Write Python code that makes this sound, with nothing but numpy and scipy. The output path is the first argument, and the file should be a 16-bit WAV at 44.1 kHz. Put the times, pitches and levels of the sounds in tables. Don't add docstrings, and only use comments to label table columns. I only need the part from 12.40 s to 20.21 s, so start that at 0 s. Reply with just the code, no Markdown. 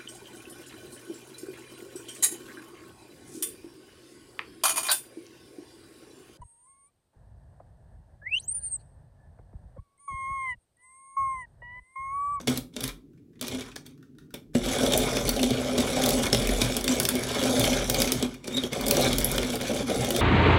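import sys
import numpy as np
from scipy import signal
from scipy.fft import rfft, irfft, next_fast_len
from scipy.io import wavfile
from scipy.ndimage import uniform_filter1d, map_coordinates

SR = 44100
rng = np.random.default_rng(int(sys.argv[2]) if len(sys.argv) > 2 else 0)


def waveform_to_disk(signal):
    frames = np.transpose(np.atleast_2d(signal))
    scaled = np.clip(frames, -1, 1) * 32767
    samples = np.round(scaled).astype(np.int16)
    wavfile.write(sys.argv[1], SR, samples)


def voltage_ratio(decibels):
    exponent = np.asarray(decibels, float) / 20
    return 10 ** exponent


N = 344421
SNAP_LEN = 1500

# (frequency [Hz], width [Hz], level [dB])
WOOD_MODES = [(200.2, 40, -10), (253.5, 55.4, -7), (361.6, 19.2, -6), (412, 36, -6.5), (566, 94.4, -8),
              (804, 82, -16.5)]


def unit(x):
    return x / np.sqrt(np.mean(x ** 2) + 1e-20)


def along(points, hz):
    f, v = np.transpose(points)
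    return np.interp(np.log(hz + 1), np.log(f + 1), v)


def wobble(rate):
    knots = rng.standard_normal(int(N * rate / SR) + 4)
    return map_coordinates(knots, [np.arange(N) * rate / SR])


def filtered(x, response):
    m = next_fast_len(N + SR // 2)
    return irfft(rfft(x, m) * response(np.fft.rfftfreq(m, 1 / SR)), m)[:N]


def lay(track, s, sound):
    track[round(s * SR):][:len(sound)] += sound


def modes(table):
    def response(f):
        total = 0
        for k, (center, width, db) in enumerate(table):
            damping = 1j * f * width
            total = total + (-1) ** k * voltage_ratio(db) * damping / (center * center - f * f + damping)
        return total
    return response


def small(f, hz):
    return (1j * f / hz / (1 + 1j * f / hz)) ** 3


def steel(f):
    # (frequency [Hz], width [Hz], level [dB])
    metal = [(1507, 700, -5), (2167, 60, 5), (2272, 82, 3), (2420, 120, 3), (2893, 123, -3.5),
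             (3030, 64, 2.5), (3266, 186, 1.5), (3440, 143, 7.5), (3660, 400, 1.5), (4430, 215, 2),
             (5630, 1450, -3.5), (7940, 110, 1.5), (9450, 700, -12.5), (11100, 150, -3.5)]
    # (frequency [Hz], level [dB])
    dust = [(500, -15.5), (1000, -3.5), (3000, -26), (8000, -10), (11500, -12), (16000, -33)]
    return modes(metal)(f) + voltage_ratio(along(dust, f)) * (f > 300)


def fractures(count, spread_db, burst):
    when, chance = rng.random((count, 2)).T
    sizes = voltage_ratio(-2 * spread_db * np.log(chance + 0.037))
    power = np.bincount((when * N).astype(int), sizes, N)
    power = signal.lfilter([1], [1, -np.exp(-1 / (burst * SR))], power)
    return unit(np.sqrt(power) * rng.standard_normal(N))


def patchy(x, patchy_db, drift_db):
    z = signal.stft(x, nperseg=256)[2]
    crumbs = uniform_filter1d(rng.standard_normal(z.shape), size=9, axis=0)
    crumbs = uniform_filter1d(crumbs, size=7, axis=1)
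    turns = uniform_filter1d(rng.standard_normal(z.shape), size=2, axis=0)
    turns = uniform_filter1d(turns, size=24, axis=1)
    colour = voltage_ratio(patchy_db * unit(crumbs) + drift_db * unit(turns))
    return signal.istft(z * colour, nperseg=256)[1][:N]


def held(x, grip):
    swing = np.sqrt(np.abs(uniform_filter1d(unit(x) ** 2, size=2000)) + 0.01)
    return unit(x / swing ** grip)


def bumps(rows, rise):
    s, db, half = np.transpose(rows)[:, :, None]
    t = np.arange(0, N, 64) / SR
    level = db - 11 * np.maximum((t - s) / half, (s - t) / (rise * half))
    return np.interp(np.arange(N) / SR, t, level.max(axis=0))


def droning(hz, wander):
    drift = wander * wobble(hz / 8) + 1.67 * wobble(hz / 40)
    return np.sqrt(2) * np.sin(2 * np.pi * hz * np.arange(N) / SR + drift)


def crank():
    # (start [s], length [s], grit level [dB], change over the length [dB], body over grit [dB])
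    nudges = [(0.0, 0.0057, -34.5, -10, 7.5), (0.075, 0.07, -30.5, -6.5, 0),
              (0.16, 0.0066, -30.5, -5.5, 4.5), (0.329, 0.023, -60, -2.5, 5),
              (0.365, 0.076, -48.5, 11, 4.5), (0.435, 0.063, -36.5, -4, -7), (1.014, 0.14, -40.5, -4, 1),
              (1.121, 0.03, -36.5, -0.5, 6), (1.185, 0.13, -40, -13, 3.5),
              (1.363, 0.0038, -31.5, -14, -2.5), (1.454, 0.061, -57.5, -4.5, 3),
              (1.94, 0.02, -42.5, -4, 5.5)]
    # (time [s], speed as grit level [dB], downward load as body level [dB])
    effort = [(2.149, -34, -29.5), (2.54, -31, -24), (2.76, -33, -28), (3.23, -35.5, -28.5),
              (3.66, -30.5, -24.5), (4.05, -33.5, -28), (4.3, -34.5, -30.5), (4.83, -35, -28.5),
              (5.24, -28.5, -23.5), (5.46, -35.5, -28.5), (5.8, -34, -28.5), (6.025, -62.5, -58),
              (6.048, -42.5, -37.5), (6.4, -37, -29.5), (6.63, -28, -21.5), (6.75, -34.5, -29),
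              (7.2, -35.5, -28.5), (7.81, -33.5, -25)]
    # (time [s], change [dB], half length [s])
    catches = [(2.205, -8, 0.053), (2.837, -0.5, 0.044), (3.849, 2.5, 0.035), (3.908, -6.5, 0.046),
               (3.938, 6, 0.023), (4.223, 4, 0.13), (4.428, -7, 0.0435), (4.517, 4, 0.048),
               (4.681, -5.5, 0.035), (5.573, 3.5, 0.13), (5.809, -6, .016), (5.851, 4.5, .025),
               (6.176, 8.5, 0.019), (6.253, 5.5, 0.017), (6.299, -19.5, 0.029), (6.323, 4.5, 0.068),
               (7.187, -9, 0.025), (7.452, -8.5, 0.025)]
    rise_db_per_s, fall_db_per_s = 3995, 457
    t = np.arange(0, N, 16) / SR
    s, length, db, change_db, over_db = np.transpose(nudges)[:, :, None]
    nudge_db = db + change_db * np.clip((t - s) / length, 0, 1)
    nudge_db -= rise_db_per_s * np.maximum(s - t, 0)
    nudge_db -= fall_db_per_s * np.maximum(t - s - length, 0)
    s, catch_db, half = np.transpose(catches)[:, :, None]
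    catch_db = (catch_db * np.maximum(1 - np.abs(t - s) / half, 0)).sum(axis=0)
    s, speed_db, load_db = np.transpose(effort)
    turn_grit_db = np.interp(t, s, speed_db, -120) + catch_db
    turn_body_db = np.interp(t, s, load_db, -120) + 0.99 * catch_db
    grit_db = np.maximum(turn_grit_db, nudge_db.max(axis=0))
    body_db = np.maximum(turn_body_db, (nudge_db + over_db).max(axis=0))
    return [np.interp(np.arange(N) / SR, t, db) for db in (grit_db, body_db)]


def steel_burr(grit_db, load):
    coarse = fractures(count=2200, spread_db=1.5, burst=0.0029) + 0.54 * rng.standard_normal(N)
    fine = fractures(count=3000, spread_db=4.0, burst=0.00076) + 0.38 * rng.standard_normal(N)
    chips = fractures(count=500, spread_db=4.5, burst=0.0004)
    fine_db = -1.5 + 0.93 * np.clip(grit_db + 32, -12, 9)
    slow_db = np.clip(0.94 * (-32.5 - grit_db), 0, 3)
    grit = filtered(coarse, lambda f: 1 / (1 + 1j * f / 5000) ** 2)
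    grit += filtered(voltage_ratio(fine_db) * fine, lambda f: small(f, hz=2980))
    grit += filtered(voltage_ratio(slow_db - 9) * chips, lambda f: small(f, hz=2470))
    ringing = patchy(filtered(grit, steel), patchy_db=1.5, drift_db=2.5)
    return voltage_ratio(grit_db - 1.5 + 0.2 * load) * unit(ringing)


def wooden_body(body_db, load):
    shove = fractures(count=1200, spread_db=2.5, burst=0.0057)
    lower = held(filtered(shove, modes(WOOD_MODES[:4])), grip=0.59)
    upper = filtered(voltage_ratio(1.339 * body_db + 31.5 + 0.26 * load) * shove, modes(WOOD_MODES[4:]))
    return voltage_ratio(body_db - 8.0 + 1.2 * load) * lower + upper


def humming_box(body_db):
    # (time [s], peak rms level [dB], half length [s])
    thrums = [(0.084, -24, 0.034), (0.122, -27, 0.014), (0.186, -26, 0.0095), (0.377, -36, 0.04),
              (0.452, -31, 0.016), (1.041, -31, 0.016), (1.149, -32.5, 0.055), (2.159, -21.5, 0.027),
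              (2.276, -27.5, 0.088), (2.42, -27, 0.094), (2.548, -37, 0.055), (2.613, -30.5, 0.057),
              (2.675, -31, 0.044), (2.773, -33, 0.048), (2.915, -31.5, 0.033), (3.043, -23, 0.086),
              (3.115, -26, 0.043), (3.208, -28.5, 0.069), (3.32, -29, 0.084), (3.39, -24.5, 0.041),
              (3.493, -35, 0.025), (3.584, -34, 0.025), (3.642, -23.5, 0.036), (3.773, -26, 0.048),
              (3.82, -33, 0.023), (3.942, -33, 0.032), (4.173, -34, 0.032), (4.219, -28, 0.019),
              (4.325, -31, 0.019), (4.377, -26, 0.02), (4.506, -20.5, 0.037), (4.629, -29, 0.031),
              (4.747, -25, 0.058), (4.866, -31, 0.021), (4.995, -27, 0.02), (5.07, -22.5, 0.05),
              (5.18, -26.5, 0.11), (5.322, -25.5, 0.061), (5.609, -33, 0.058), (5.651, -37, 0.015),
              (5.699, -27, 0.057), (5.764, -33, 0.032), (5.838, -22.5, 0.022), (6.182, -29.5, 0.088),
              (6.341, -34.5, 0.026), (6.461, -32, 0.028), (6.516, -25, 0.036), (6.56, -30.5, 0.023),
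              (6.623, -23, 0.094), (6.748, -28.5, 0.025), (7.054, -29, 0.015), (7.138, -29, 0.054),
              (7.317, -33, 0.026), (7.44, -27.5, 0.049), (7.505, -27, 0.038), (7.559, -26.5, 0.053),
              (7.676, -34, 0.05), (7.757, -25, 0.021)]
    thrum_db = np.minimum(bumps(thrums, rise=0.68), body_db + 7.0)
    box_db = np.maximum(body_db - 12, thrum_db)
    return voltage_ratio(box_db - 1.0 + 1.3 * wobble(40)) * droning(252.2, wander=0.88)


def drawer(body_db):
    # (time [s], peak level [dB], half length [s])
    jolts = [(0.08, -31, 0.085), (0.44, -39, 0.037), (1.1, -40.5, 0.045), (1.45, -44, 0.048),
             (2.152, -13, 0.0093), (2.55, -33, 0.076), (2.85, -26, 0.032), (3.12, -25.5, 0.024),
             (3.93, -22.5, 0.052), (4.24, -27, 0.057), (4.6, -35, 0.23), (5.2, -25, 0.061),
             (5.51, -34.5, 0.23), (5.76, -30.5, 0.053), (6.64, -35, 0.67), (7.59, -28.5, 0.056)]
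    # (frequency [Hz], width [Hz], level [dB])
    shuffle_modes = [(30, 20, -10.5), (75, 55, -4), (152, 59, -5)]
    jolt_db = np.minimum(bumps(jolts, rise=0.23), body_db + 7)
    drawer_db = np.maximum(body_db - 16.5, jolt_db)
    boom = voltage_ratio(drawer_db - 2.5 + 0.64 * wobble(22)) * droning(128.3, wander=0.75)
    shuffle = held(filtered(rng.standard_normal(N), modes(shuffle_modes)), grip=0.55)
    return boom + voltage_ratio(0.43 * drawer_db + 0.5 * body_db - 9.5) * shuffle


def counter(body_db):
    # (time [s], peak level [dB], half length [s])
    heaves = [(0.182, -49.0, 0.092), (0.489, -45.5, 0.087), (1.189, -53, 0.17), (1.807, -63, 0.063),
              (2.241, -33, 0.064), (2.611, -32.5, 0.17), (2.728, -34, 0.058), (2.874, -31, 0.1),
              (3.077, -35, 0.15), (3.321, -46, 0.149), (3.775, -34.5, 0.18), (4.086, -29, 0.16),
              (4.308, -46.5, 0.07), (4.43, -46, 0.15), (5.352, -30.5, 0.14), (5.492, -34, 0.23),
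              (6.232, -51, 0.088), (6.537, -41, 0.18), (6.821, -28, 0.17), (7.284, -45.5, 0.092),
              (7.625, -48, 0.15)]
    counter_db = np.maximum(body_db - 27.5, bumps(heaves, rise=0.77))
    return voltage_ratio(counter_db + 0.1 + 2.0 * wobble(9)) * droning(42.9, wander=0.68)


def grinding():
    grit_db, body_db = crank()
    load = wobble(30)
    rumble = wooden_body(body_db, load) + humming_box(body_db) + drawer(body_db) + counter(body_db)
    return steel_burr(grit_db, load), rumble


def hum():
    # (frequency [Hz], density [dB per Hz])
    murmur = [(20, -23), (45, -19.5), (80, -14.5), (150, -2.5), (200, -12.5), (270, -1.5), (340, -11),
              (420, -12.5), (520, -30), (900, -46.5), (3000, -49.5), (16000, -55.5)]
    noise = filtered(rng.standard_normal(N), lambda f: voltage_ratio(along(murmur, f)))
    return voltage_ratio(-51 - 1.5 + 0.5 * wobble(8.8)) * unit(noise)


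def kitchen(x):
    # (frequency [Hz], time to fall 60 dB [s])
    decay = [(200, 0.4), (2000, 0.23), (10000, 0.21)]
    wet, step = np.zeros(N + SR), SR // 10
    for start in range(0, N, step):
        hz, t, z = signal.stft(rng.standard_normal(SR // 2), SR, nperseg=256)
        fade = voltage_ratio(-60 * t / along(decay, hz)[:, None])
        tail = signal.istft(z * fade, SR, nperseg=256)[1]
        answer = signal.fftconvolve(x[start:start + step], tail / np.linalg.norm(tail))
        wet[start + 150:][:len(answer)] += answer
    return wet[:N]


def beans():
    # (time [s], peak [dB], knock on the body [dB], brittleness [dB], pitch [Hz])
    bites = [(0.0585, -49, -17, -23, 3600), (0.0735, -9.5, -2.5, -22, 3510), (0.0802, -9, 2, -16, 3440),
             (0.1748, -15, -13, -0.5, 4060), (0.3646, -15.5, -5.5, -28, 3720), (0.4065, -18, -4, -6, 3600),
             (0.4393, -9, -26, -9, 10800), (0.478, -21, -5.5, -0.5, 3870), (1.0124, -16, -4.5, -4, 3650),
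             (1.0812, -17.5, -8, -5, 3700), (1.3588, -27.5, -20, -6, 5440), (1.4635, -31.5, -15, -7, 3170),
             (1.941, -21, -8, -6, 3510), (2.142, -35, -2, -16, 3470), (2.1515, -15, 12.5, -24, 2164)]
    # (time [s], peak [dB], brittleness [dB], pitch [Hz])
    shattered = [(2.5762, -6, -1.5, 14600), (2.892, -10.5, 1.5, 4430), (3.661, -9, -0.5, 4240),
                 (3.691, -12, 1, 3770), (4.367, -10.5, -1, 3230), (4.4424, -13.5, -2, 3500),
                 (4.5999, -7.5, 0, 10700), (4.631, -26, 9, 5700), (4.6521, -4.5, -8, 5360),
                 (4.689, -5, -1.5, 9800), (4.754, -15, -1.5, 3580), (5.196, -8.5, -2.5, 9700),
                 (5.4986, -4, -1, 5740), (5.6021, -8, -9, 3850), (5.6193, -3.5, -5, 4800),
                 (5.72, -3, -5, 5230), (6.4656, -11, -6, 4740), (6.483, -17.5, 8, 12000),
                 (6.5102, -4.5, 2, 4070), (6.61, -21, 5.5, 3150), (6.784, -11.5, 4.5, 3430),
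                 (6.8458, -13.5, 2, 11100), (6.9156, -21, 6.5, 14600), (7.7061, -8.5, -4.5, 3090)]
    # (time [s], peak [dB], knock [dB], pitch [Hz])
    tough = [(2.2609, -17, 6, 3600), (2.3148, -19, 3, 2270), (2.4331, -16, 12.5, 3310),
             (2.6373, -22, 8, 3440), (2.74, -32, -6, 5800), (2.7692, -10, 1.5, 2450),
             (3.031, -4.5, 0.5, 3600), (3.1061, -11, 3.5, 3440), (3.298, -30, 9, 5700),
             (3.3794, -10.5, 5.5, 3770), (3.6196, -13, -7, 5440), (4.0906, -11.5, 4.5, 2170),
             (4.2166, -3, -4.5, 3720), (4.3004, -21, 9, 3500), (4.479, -4, -25, 3710),
             (4.515, -25, 3, 3440), (5.027, -13.5, 3, 3440), (5.3309, -11, -14, 3120),
             (5.4208, -20.5, 9, 3550), (5.826, -9, 1.5, 3500), (6.078, -16.5, 2, 5630),
             (6.1468, -32.5, 14, 3700), (6.2364, -14.5, 4.5, 3250), (6.331, -13, -11, 2190),
             (6.5491, -12.5, 6, 3240), (6.73, -7, -8, 3700), (6.981, -7, -4, 3450),
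             (7.0304, -13.5, 0.5, 2190), (7.4968, -26.5, 19, 3620), (7.553, -38, 26, 2270)]
    # (time [s], peak [dB], brittleness [dB], pitch [Hz])
    plain = [(2.5221, -8, -21, 3300), (2.5357, -3.5, -18, 3405), (2.9637, -14, -17, 3800),
             (3.215, -28, -16, 2170), (3.405, -11.5, -12, 2125), (3.472, -18.5, -10, 2230),
             (3.637, -7, -13, 3270), (3.834, -10, -23, 3500), (3.929, 2.5, -30, 5470),
             (3.947, -4, -23, 3140), (4.0722, -11.5, -6, 2470), (4.27, -22, -16, 3480),
             (4.349, -19, -29, 2480), (4.555, -18, -10, 3430), (4.916, -15, -29, 3450),
             (5.1625, -15, -18, 4400), (5.241, -6, -16, 3350), (5.277, -9.5, -22, 3180),
             (5.5446, -6.5, -9, 4570), (5.942, -28.5, -12, 2260), (6.0428, -24, -26, 2470),
             (6.411, -18, -6, 4460), (6.961, -20, -3, 11100), (7.1558, -13.5, -7, 4860),
             (7.212, -16.5, -9, 2300), (7.2826, -16.5, -27, 2290), (7.501, -17, -15, 3000),
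             (7.647, -11.5, -11, 3340), (7.7638, -10.5, -5.5, 4540)]
    # (time [s], peak [dB], pitch [Hz])
    flying = [(0.0974, -26, 2290), (0.1464, -34, 3600), (0.4889, -27, 3530), (1.0253, -15, 3480),
              (1.07, -20, 3630), (1.1316, -37, 3700), (1.1478, -20.5, 3570), (1.1574, -32, 3590),
              (1.2085, -18, 3340), (2.2403, -19, 2180), (2.333, -11, 2210), (2.3508, -11, 3540),
              (2.4064, -14, 3450), (2.4627, -5, 3510), (2.598, -15, 4400), (2.6928, -20, 3520),
              (2.806, -19, 6200), (2.8798, -9, 4430), (2.9933, -12, 2420), (3.8391, -17, 3540),
              (3.8667, -7, 3430), (4.0224, -13, 3570), (4.147, -16, 3030), (4.3217, -14, 3550),
              (4.586, -23, 3600), (5.037, -6.5, 5670), (5.368, -12, 3630), (5.387, -24, 3560),
              (5.644, -10, 2170), (5.675, -10, 2420), (5.8794, -42, 2230), (6.3248, -28, 2210),
              (6.569, -6, 5700), (6.6455, -7.5, 6040), (6.715, -19, 3670), (6.8124, -13, 2170),
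              (7.3632, -14, 3760), (7.421, -35, 3800), (7.748, -13, 3370)]
    # (time [s], peak [dB], brittleness [dB], pitch [Hz])
    shells = [(0.0987, -24, -4, 3560), (0.127, -37, -8, 4470), (0.358, -41, -7, 6950),
              (0.435, -24, -3, 5010), (0.491, -26, -12, 3520), (3.706, -9.5, -6, 5560),
              (3.384, -9, -25, 3840), (4.41, -17, -9, 6000), (6.896, -26, -2, 8800), (7.122, -26, -4, 9000),
              (2.797, -29, -2, 6000)]
    snap_knock_db = -15.5
    snaps = [(s, db, snap_knock_db - db, brittle_db, hz) for s, db, brittle_db, hz in shattered]
    thuds = [(s, db, knock_db, -17, hz) for s, db, knock_db, hz in tough]
    splits = [(s, db, -8, brittle_db, hz) for s, db, brittle_db, hz in plain]
    chips = [(s, db - 2.5, -7, -17.5, hz) for s, db, hz in flying]
    splinters = [(s, db, snap_knock_db - db - 18, brittle_db, hz) for s, db, brittle_db, hz in shells]
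    return bites + snaps + thuds + splits + chips + splinters


def snap(hz, t60, ring_db, ring_s):
    t = np.arange(SNAP_LEN) / SR
    burst = voltage_ratio(-60 * t / t60) * rng.standard_normal(SNAP_LEN)
    burst[:3] += voltage_ratio(10) * np.array([1, 1, -1])
    drift = np.cumsum(0.22 * rng.standard_normal(SNAP_LEN))
    decay = voltage_ratio(ring_db - 60 * t * np.sqrt(hz / 3500) / ring_s)
    shard = decay * np.sin(2 * np.pi * hz * t + drift) * (1 - np.exp(-t / 0.00025))
    return burst, shard


def cracks():
    bursts, spits, shards, knocks = np.zeros((4, N + SNAP_LEN))
    samples = np.arange(SNAP_LEN)
    for s, db, knock_db, brittle_db, hz in beans():
        t60 = 0.019 * voltage_ratio(-0.3 * (db + 10.5))
        burst, shard = snap(hz, t60, ring_db=-13.0, ring_s=0.032)
        push = 0.25 * rng.standard_normal(SNAP_LEN) + 1.06 * (samples < 12)
        push *= voltage_ratio(-60 * samples / SR / 0.045)
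        lay(bursts, s, voltage_ratio(db - 5.5) * burst)
        lay(spits, s, voltage_ratio(db + brittle_db) * burst)
        lay(shards, s, voltage_ratio(db) * shard)
        lay(knocks, s, voltage_ratio(db + knock_db + 17.5) * push)
    ringing = filtered(bursts[:N], lambda f: steel(f) * small(f, hz=990) / (1 + 1j * f / 8000))
    treble = filtered(spits[:N], lambda f: small(f, hz=5230) / (1 + 1j * f / 14000) ** 2)
    thumps = filtered(knocks[:N], lambda f: modes(WOOD_MODES[:5])(f) / (1 + 1j * f / 400))
    return ringing + treble + shards[:N], thumps


def ticks():
    # (time [s], peak [dB], pitch [Hz])
    taps = [(0.3384, -42.5, 3550), (0.776, -60, 2420), (0.932, -61, 1760), (0.956, -56, 1800),
            (0.993, -46, 3630), (1.048, -32, 3660), (1.112, -30, 3550), (1.184, -38, 3340),
            (1.215, -32.5, 2304), (1.2607, -41.5, 1460), (1.2835, -39.5, 1316), (1.316, -39, 2500),
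                     (2.135, -48, 1600), (4.6, -22, 1455), (4.686, -21, 1502), (3.564, -18, 613)]
    bursts, shards = np.zeros((2, N + SNAP_LEN))
    for s, db, hz in taps:
        burst, shard = snap(hz, t60=0.07, ring_db=-6, ring_s=0.06)
        lay(bursts, s, voltage_ratio(db - 5.0) * burst)
        lay(shards, s, voltage_ratio(db) * shard)
    return filtered(bursts[:N], lambda f: steel(f) / (1 + 1j * f / 9000)) + shards[:N]


def play():
    # (time [s], peak [dB])
    shifts = [
        (0.7333, -65),
        (1.577, -57),
        (1.6094, -69),
        (1.6268, -51.5),
        (1.7505, -65),
        (1.784, -46.5),
        (1.9062, -52),
    ]
    # (frequency [Hz], width [Hz], level [dB])
    arm = [(1450, 130, 2), (1830, 92, -3), (2650, 200, -16), (3700, 400, -8), (4640, 300, -20),
           (6200, 600, -10), (7850, 100, -24)]
    scrapes, t = np.zeros(N + 4000), np.arange(4000) / SR
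    decay = voltage_ratio(-60 * t / 0.018) + 0.19 * voltage_ratio(-60 * t / 0.37)
    for s, db in shifts:
        lay(scrapes, s, voltage_ratio(db + 13.5) * decay * rng.standard_normal(4000))
    return filtered(scrapes[:N], lambda f: modes(arm)(f) + voltage_ratio(-14) * small(f, hz=1000) / (1 + 1j * f / 6000))


def pings():
    # (time [s], peak [dB], pitch [Hz], time to fall 60 dB [s])
    strikes = [(2.5365, -19, 3300, 0.034), (2.8917, -17.5, 4430, 0.033), (2.892, -20, 5900, 0.027),
               (4.492, -19.5, 7500, 0.027), (6.8435, -18, 11600, .01), (6.8446, -9, 11150, 0.018),
               (6.851, -26, 11800, 0.055), (6.862, -31, 11300, 0.045), (6.237, -21, 3300, .02),
               (5.8255, -22, 7830, .02), (6.1755, -18.5, 3520, .025), (6.1817, -14.5, 3720, 0.023)]
    out, t = np.zeros(N + 4000), np.arange(4000) / SR
    for s, db, hz, t60 in strikes:
        drift = np.cumsum(0.08 * np.sqrt(hz / 5000) * rng.standard_normal(4000))
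        tone = np.sin(2 * np.pi * hz * t + drift) * (1 - np.exp(-t / 0.00035))
        lay(out, s, voltage_ratio(db - 60 * t / t60) * tone)
    return out[:N]


def squeak():
    # (time [s], level [dB])
    pressure = [
        (6.1, -52),
        (6.109, -43),
        (6.124, -52),
        (6.133, -38),
        (6.151, -29),
        (6.162, -41),
        (6.171, -21),
        (6.179, -34),
        (6.208, -37),
    ]
    # (multiple of the pitch, level [dB])
    tones = [(2, -3), (3, -12), (4, -17)]
    start_s, seize_s = 6.1, 6.172
    start_hz, climb_hz_per_s, slack_hz = 3545, 3700, 50
    t = np.arange(N) / SR
    after = np.maximum(t - seize_s, 0)
    hz = start_hz + climb_hz_per_s * (np.clip(t, start_s, seize_s) - start_s) - slack_hz * (after > 0)
    rough = np.where(after > 0, 0.012, 0.004)
    phase = 2 * np.pi * np.cumsum(hz * (1 + rough * wobble(340))) / SR
    level_db = np.interp(t, *np.transpose(pressure), -120, -120) + 1.5 * wobble(300)
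    overtones = sum(voltage_ratio(tone_db) * np.sin(k * phase) for k, tone_db in tones)
    harsh_db = np.clip(0.6 * (level_db + 30), -20, 0) - 7 - 2000 * after
    return voltage_ratio(level_db) * (np.sin(phase) + voltage_ratio(harsh_db) * overtones)


def scene():
    burr, rumble = grinding()
    splits, knocks = cracks()
    loose = ticks() + play()
    bright = burr + splits + pings()
    low = rumble + knocks
    room = kitchen(voltage_ratio(-8.0) * bright + voltage_ratio(-8.5) * low + voltage_ratio(-6.0) * loose)
    return (bright + low + loose + room + squeak() + hum())[None]


def top_cut(x):
    return signal.sosfilt(signal.butter(12, 16820, fs=SR, output="sos"), x)


def record(dry):
    # (frequency [Hz], level [dB])
    band = [(20, -42.5), (38, 0), (15850, -0.5), (16050, -35), (16800, -37), (16900, -120)]
    mix = filtered(dry[0], lambda f: voltage_ratio(along(band, f)))[None]
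    return top_cut(mix)


dry = scene()
out = record(dry)
waveform_to_disk(out)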